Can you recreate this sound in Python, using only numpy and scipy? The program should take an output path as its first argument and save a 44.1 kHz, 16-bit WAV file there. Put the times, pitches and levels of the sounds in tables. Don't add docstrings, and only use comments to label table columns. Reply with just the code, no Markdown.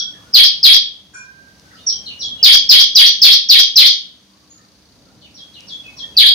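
import sys
import numpy as np
from scipy import signal
from scipy.fft import rfft, irfft, next_fast_len
from scipy.io import wavfile
from scipy.ndimage import uniform_filter1d, map_coordinates

SR = 44100
rng = np.random.default_rng(int(sys.argv[2]) if len(sys.argv) > 2 else 0)


def unload_wav(signal):
    wavfile.write(
        sys.argv[1],
        SR,
        np.round(np.clip(np.atleast_2d(signal).T, -1, 1) * 32767).astype(np.int16),
    )


def magnitude_from_level(level_db):
    exponent = np.asarray(level_db, float) / 20
    return 10 ** exponent


N = 279594
LEAD = SR // 10

# f/Hz, level/dB per Hz
RUMBLE_SPECTRUM = [(12, -52), (20, -31), (32, -35), (60, -4.5), (195, -7.5), (300, -7.5), (326, -14.5),
                   (536, -13.5), (1200, -25), (1560, -64.5), (2640, -120)]
# f/Hz, level/dB per Hz
HISS_SPECTRUM = [(350, -30), (600, -12), (900, -10.5), (1400, -8.5), (2500, -10.5), (3600, -7), (6200, -7),
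                 (7500, -20), (9000, -19.5), (9600, -15), (10300, -23.5), (13000, -24.5), (15000, -25),
                 (15800, -26.5)]
# f/Hz, likeness/1
LIKENESS = [(60, 0.77), (180, 0.8), (550, 0.72), (1650, 0.36), (4970, 0.11), (15000, 0.97)]
# f/Hz, width/Hz, level/dB
DRONE_PEAKS = [(194, 15, -2.5), (304, 2, 0.5)]
# f/Hz, width/Hz, level/dB
INSECT_PEAKS = [(4600, 120, -3.5), (4200, 500, -7), (5900, 220, -12.5)]
# f/Hz, t60/s
ROOM_T60 = [(1000, 0.67), (2000, 0.29), (3000, 0.42), (4300, 0.29), (6000, 0.28), (10000, 0.18)]
# delay/s, level/dB
WALL_ECHOES = [(.0012, -7), (.0027, -2), (.0046, -5.5), (.0071, -6), (0.0092, -6.5), (0.015, -6.5)]
# f/Hz, level/dB, t60/s
WIRE_MODES = [(1020, -16.5, 0.18), (1504, 5.5, 0.07), (1582, -9, 0.98), (2230, -12, 0.12),
              (2420, -12.5, 0.55), (4474, -23, 0.44), (5700, -13, 0.48), (5750, -8.5, 0.17),
              (6700, -18, 0.32), (6800, -13.5, 0.17), (6970, -15, 0.21), (7160, -5, 0.15),
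              (7260, -14, 0.14), (8791, -6, 0.096), (9060, -18.5, 0.11)]
# t/s, level/dB
HOP = (1.136, -38)
# t/s, peak level/dB
CLAW_TICKS = [
    (1.5975, -31),
    (5.6068, -25),
    (5.6325, -40),
]
# t/s, level/dB, start f/Hz, end f/Hz, length/s
DISTANT_PEEPS = [(0.134, -43.5, 1860, 1690, 0.027), (.18, -29.5, 1240, 1100, 0.0033),
                 (-.02, -43, 1460, 1490, 0.028), (.245, -49.5, 1410, 1480, 0.053),
                 (1.483, -59, 5770, 4300, 0.026), (1.63, -48.5, 1530, 1497, 0.092),
                 (1.703, -43, 1955, 1296, 0.036), (1.735, -45, 5140, 4070, 0.055),
                 (1.765, -44, 2830, 3718, 0.046), (4.296, -55, 1047, 1130, 0.044),
                 (4.49, -42.5, 6780, 6680, 0.062), (4.533, -57, 1324, 1235, .06),
                 (4.579, -54.5, 1830, 1813, 0.024), (5.05, -59, 1372, 1420, 0.059),
                 (5.95, -55.5, 1025, 1094, 0.046), (6.029, -47, 1890, 1790, 0.03)]
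# t/s, start level/dB, end level/dB, end f/Hz, length/s
FAR_CALLS = [
    (-.045, -12, -16.5, 3232, 0.06),
    (1.863, -7, -27.5, 3086, 0.082),
    (2.188, -22.5, -14, 3240, 0.074),
    (5.339, -39.5, -32, 3210, 0.079),
    (5.665, -36.5, -22, 3270, 0.066),
    (5.963, -35.5, -21, 3210, 0.062),
]
# t/s, start level/dB, end level/dB, start f/Hz
FAR_REPLIES = [
    (2.057, -8.5, -37.5, 4474),
    (2.363, -25.5, -34, 4360),
    (5.206, -28, -42.5, 4600),
    (5.535, -20, -44, 4343),
    (5.821, -40.5, -35.5, 3464),
    (6.126, -43.5, -38, 3470),
]
# share of length/1, share of fall/1, level/dB
CALL_COURSE = [(0, .04, -8.5), (0.121, 0.055, 4.5), (0.24, .25, -1.5), (.37, 0.66, -1.5), (.5, .9, -6.5),
               (.62, 0.98, -4.5), (1, 0.95, -0.5)]
# share of length/1, share of fall/1, level/dB
REPLY_COURSE = [(0, 0, -12), (.25, .58, -7), (.33, .655, 0), (.62, .68, 0), (.72, .76, -8), (1, 1, -7)]
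# t/s, level/dB, start f/Hz, end f/Hz, length/s
SONG_EXTRAS = [
    (.329, -18, 5050, 5000, .011),
    (6.208, -23, 2300, 1700, .035),
]
# t/s, fall level/dB, fall start f/Hz, rise delay/s, rise end f/Hz
SONG_NOTES = [
    (.340, 0.5, 5343, .072, 5920),
    (0.634, -0.5, 5596, 0.071, 5960),
    (2.431, 0.5, 5337, 0.072, 6390),
    (2.696, 0, 5700, 0.075, 6130),
    (2.958, 0.5, 5970, 0.075, 6100),
    (3.223, -0.5, 5764, 0.075, 5900),
    (3.495, -1, 6044, 0.068, 6120),
    (3.765, -0.5, 6040, 0.073, 6085),
    (6.167, -1.5, 4990, 0.081, 4880),
]
# f/Hz, level/dB
THROAT_GAIN = [(1700, -26.5), (2200, -19), (2700, -19.5), (3200, -7), (4000, -2), (4800, -0.5),
               (5500, -4.5), (6200, -11.5)]

RUMBLE_DB, HISS_DB = -46.5, -51
PRESS_DB_PER_S, RECOVER_DB_PER_S, HOLD_S, START_DB = 7.5, 6, 0.4, -6
GATE_DB, GATE_SHUTS_DB, GATE_SPAN_DB = 5.5, -4.5, 3
CALL_FROM_HZ, REPLY_TO_HZ, REPLY_S = 5840, 2120, .064
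SAG_FROM_HZ, SAG_HZ_PER_S, DROP_HZ, DROP_S, FALL_S = 4520, 41000, 480.1, .0098, .068
RISE_FROM_HZ, RISE_TO_HZ, CLIMB_S, CLIMB_CURVE, REST_S = 2937, 6614, .042, 1.25, .0033
RISE_DB, RISE_FADE_DB = -9, 5.5


def unit(x):
    return x / np.sqrt(np.mean(x ** 2) + 1e-20)


def along(points, hz):
    f, value = np.transpose(points)
    return np.interp(np.log(hz + 1), np.log(f + 1), value)


def filtered(x, response):
    size = next_fast_len(N + SR // 2)
    return irfft(rfft(x, size) * response(np.fft.rfftfreq(size, 1 / SR)), size)[..., :N]


def resonant(x, peaks):
    def response(f):
        return sum(magnitude_from_level(db) * 1j * f * width / (c * c - f * f + 1j * f * width) for c, width, db in peaks)
    return unit(filtered(x, response))


def wobble(rate_hz):
    knots = rng.standard_normal(int(N * rate_hz / SR) + 4)
    return map_coordinates(knots, [np.arange(N) * rate_hz / SR])


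def noise(spectrum):
    def mid_side(hz):
        turn = np.arccos(np.clip(along(LIKENESS, hz), -1, 1)) / 2
        return magnitude_from_level(along(spectrum, hz)) * [np.cos(turn), np.sin(turn)]
    mid, side = filtered(rng.standard_normal((2, N)), mid_side)
    return unit(np.array([mid + side, mid - side]))


def echoes(lumpy_db):
    hz, t, z = signal.stft(rng.standard_normal((2, 3 * SR // 4)), SR, nperseg=512)
    modes_db = lumpy_db * rng.standard_normal((len(hz), 1)) * np.minimum(t / .039, 1)
    fall_db = 60 * t / along(ROOM_T60, hz)[:, None]
    decay = np.hypot(magnitude_from_level(-fall_db), magnitude_from_level(-24.5 - .52 * fall_db))
    tail = signal.istft(z * magnitude_from_level(modes_db) * decay, SR, nperseg=512)[1]
    tail *= 1 - np.exp(-np.arange(tail.shape[1]) / (.0067 * SR))
    return tail / np.sqrt(np.mean(np.sum(tail ** 2, axis=1)))


def add(out, s, sound, tail, wet_db, lag, pan_db):
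    path = magnitude_from_level(wet_db) * tail
    delay_s, db = np.transpose(WALL_ECHOES)
    arrive = np.round(delay_s * SR * rng.uniform(.85, 1.15, len(db))).astype(int)
    size = magnitude_from_level(db) * rng.choice([-1, 1], len(db))
    path[0, arrive] += size
    path[1, arrive + rng.integers(-2, 3, len(db))] += size
    path[0, max(lag, 0)] += 1
    path[1, max(-lag, 0)] += 1
    heard = signal.fftconvolve(sound[None], path, axes=1) * magnitude_from_level([[pan_db / 2], [-pan_db / 2]])
    spot = out[:, LEAD + round(s * SR):][:, :heard.shape[1]]
    spot += heard[:, :spot.shape[1]]


def whistle(hz, db, edge_s):
    t = np.arange(len(hz)) / SR
    knots_s = np.arange(0, .1, .004)
    strength, tension = (np.interp(t, knots_s, row) for row in rng.standard_normal((2, len(knots_s))))
    phase = 2 * np.pi * np.cumsum(hz * (1 + .008 * tension)) / SR
    shape = np.sin(np.pi / 2 * np.clip(np.minimum(t, t[-1] - t) / edge_s, 0, 1)) ** 2
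    octave_db = -29 - 11 * np.maximum(hz - 3600, -300) / 1000
    return magnitude_from_level(db + 2.2 * strength) * shape * (np.sin(phase) + magnitude_from_level(octave_db) * np.sin(2 * phase))


def gain_control_db():
    t = np.arange(N) / SR
    loud = sum((t > note[0]) & (t < note[0] + HOLD_S) for note in SONG_NOTES) > 0
    drift_db = START_DB + np.cumsum(np.where(loud, -PRESS_DB_PER_S, RECOVER_DB_PER_S)) / SR
    return drift_db - np.maximum(np.maximum.accumulate(drift_db), 0)


def insect():
    strokes = np.arange(N) / SR * 30 + .4 * wobble(2)
    scrape = (.3 + np.exp(-(strokes % 1) / .2)) * magnitude_from_level(3 * wobble(1.5))
    trill = resonant(scrape * rng.standard_normal((2, N)), INSECT_PEAKS)
    return magnitude_from_level(-59.5) * resonant(trill, [(4900, 2500, 0)])


def background():
    gain_db = gain_control_db()
    rumble = magnitude_from_level(RUMBLE_DB + gain_db + 1.3 * wobble(9.3)) * noise(RUMBLE_SPECTRUM)
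    shut = np.clip((GATE_SHUTS_DB - gain_db) / GATE_SPAN_DB, 0, 1)
    hiss = magnitude_from_level(HISS_DB - GATE_DB * shut) * noise(HISS_SPECTRUM)
    drone = magnitude_from_level(-60) * resonant(rng.standard_normal(N), DRONE_PEAKS)
    return rumble + hiss + drone + insect()


def cage(out):
    t = np.arange(SR // 2) / SR
    ring = np.zeros(len(t))
    for hz, db, t60_s in WIRE_MODES:
        waver = magnitude_from_level(5 * wobble(60)[:len(t)])
        ring += waver * magnitude_from_level(db - 60 * t / t60_s) * np.sin(2 * np.pi * hz * t)
    hop_s, hop_db = HOP
    ring *= magnitude_from_level(hop_db - 7.5) * (1 - np.exp(-t / .0017))
    add(out, hop_s, ring, echoes(lumpy_db=0), wet_db=14.5, lag=6, pan_db=0)
    t = t[:SR // 100]
    for s, db in CLAW_TICKS:
        tick = magnitude_from_level(db + 4 - 60 * t / .002) * np.sin(2 * np.pi * 5200 * t) * np.minimum(t / .0001, 1)
        out[:, LEAD + round(s * SR):][:, :len(t)] += tick


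def calls(out, events, course, wet_db):
    share, fall, dip_db = np.transpose(course)
    for s, start_db, end_db, start_hz, end_hz, length_s in events:
        u = np.arange(round(length_s * SR)) / (length_s * SR)
        done = np.interp(u, share, fall)
        db = start_db + (end_db - start_db) * done + np.interp(u, share, dip_db)
        sound = whistle(start_hz + (end_hz - start_hz) * done, db - wet_db, edge_s=.0025)
        add(out, s, sound, echoes(lumpy_db=3.5), wet_db, lag=12, pan_db=0)


def level_calls(out, events, wet_db):
    calls(out, [(s, db, db, *shape) for s, db, *shape in events], CALL_COURSE, wet_db)


def far_bird(out):
    first = [(*row[:3], CALL_FROM_HZ, *row[3:]) for row in FAR_CALLS]
    calls(out, first, CALL_COURSE, wet_db=13.5)
    second = [(*row, REPLY_TO_HZ, REPLY_S) for row in FAR_REPLIES]
    calls(out, second, REPLY_COURSE, wet_db=17)


def singer(out):
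    perch = echoes(lumpy_db=6)
    t = np.arange(-.012, FALL_S, 1 / SR)
    fall_hz = SAG_FROM_HZ - SAG_HZ_PER_S * t + DROP_HZ * np.exp(-t / DROP_S)
    climb = np.arange(0, CLIMB_S, 1 / SR) / CLIMB_S
    rise_hz = RISE_FROM_HZ + (RISE_TO_HZ - RISE_FROM_HZ) * climb ** CLIMB_CURVE
    for s, fall_db, top_hz, wait_s, end_hz in SONG_NOTES:
        tail = .81 * perch + .7 * echoes(lumpy_db=.5)
        hz = fall_hz[fall_hz <= top_hz]
        fall = whistle(hz, fall_db - 3.9 + along(THROAT_GAIN, hz), edge_s=.002)
        add(out, s + t[-len(hz)], fall, tail, wet_db=7.5, lag=-1, pan_db=.7)
        hz = np.pad(rise_hz[rise_hz <= end_hz], (0, round(REST_S * SR)), mode="edge")
        breath_db = RISE_DB + RISE_FADE_DB * np.linspace(.5, -.5, len(hz))
        rise = whistle(hz, breath_db + along(THROAT_GAIN, hz), edge_s=.005)
        add(out, s + wait_s, rise, tail, wet_db=9.5, lag=-1, pan_db=.7)


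def scene():
    out = np.zeros((2, LEAD + N))
    floor = background()
    level_calls(out, DISTANT_PEEPS, wet_db=15)
    cage(out)
    far_bird(out)
    level_calls(out, SONG_EXTRAS, wet_db=6)
    singer(out)
    return out[:, LEAD:] + floor


def masked(x, depth_db, low_hz):
    hz, _, z = signal.stft(x, SR, nperseg=1024)
    hz = hz[:, None]
    band = np.sqrt(np.abs(uniform_filter1d(np.abs(z) ** 2, size=14, axis=1)))
    reach = magnitude_from_level(-depth_db - 2.2 * (hz - low_hz) / 1000)
    keep = (band > reach * band.max(axis=1, keepdims=True)) | (hz < low_hz)
    return signal.istft(z * keep, SR, nperseg=1024)[1][:, :N]


def low_pass(x):
    return signal.sosfilt(signal.butter(12, 15870, fs=SR, output="sos"), x)


def record(dry):
    clipped = dry / (1 + np.abs(dry / .97) ** 14) ** (1 / 14)
    thinned = masked(clipped, depth_db=40, low_hz=6400)
    limited = filtered(thinned, lambda hz: np.where(hz < 15800, 1, magnitude_from_level(-30.5)))
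    return low_pass(np.clip(limited, -1, 1))


dry = scene()
out = record(dry)
unload_wav(out)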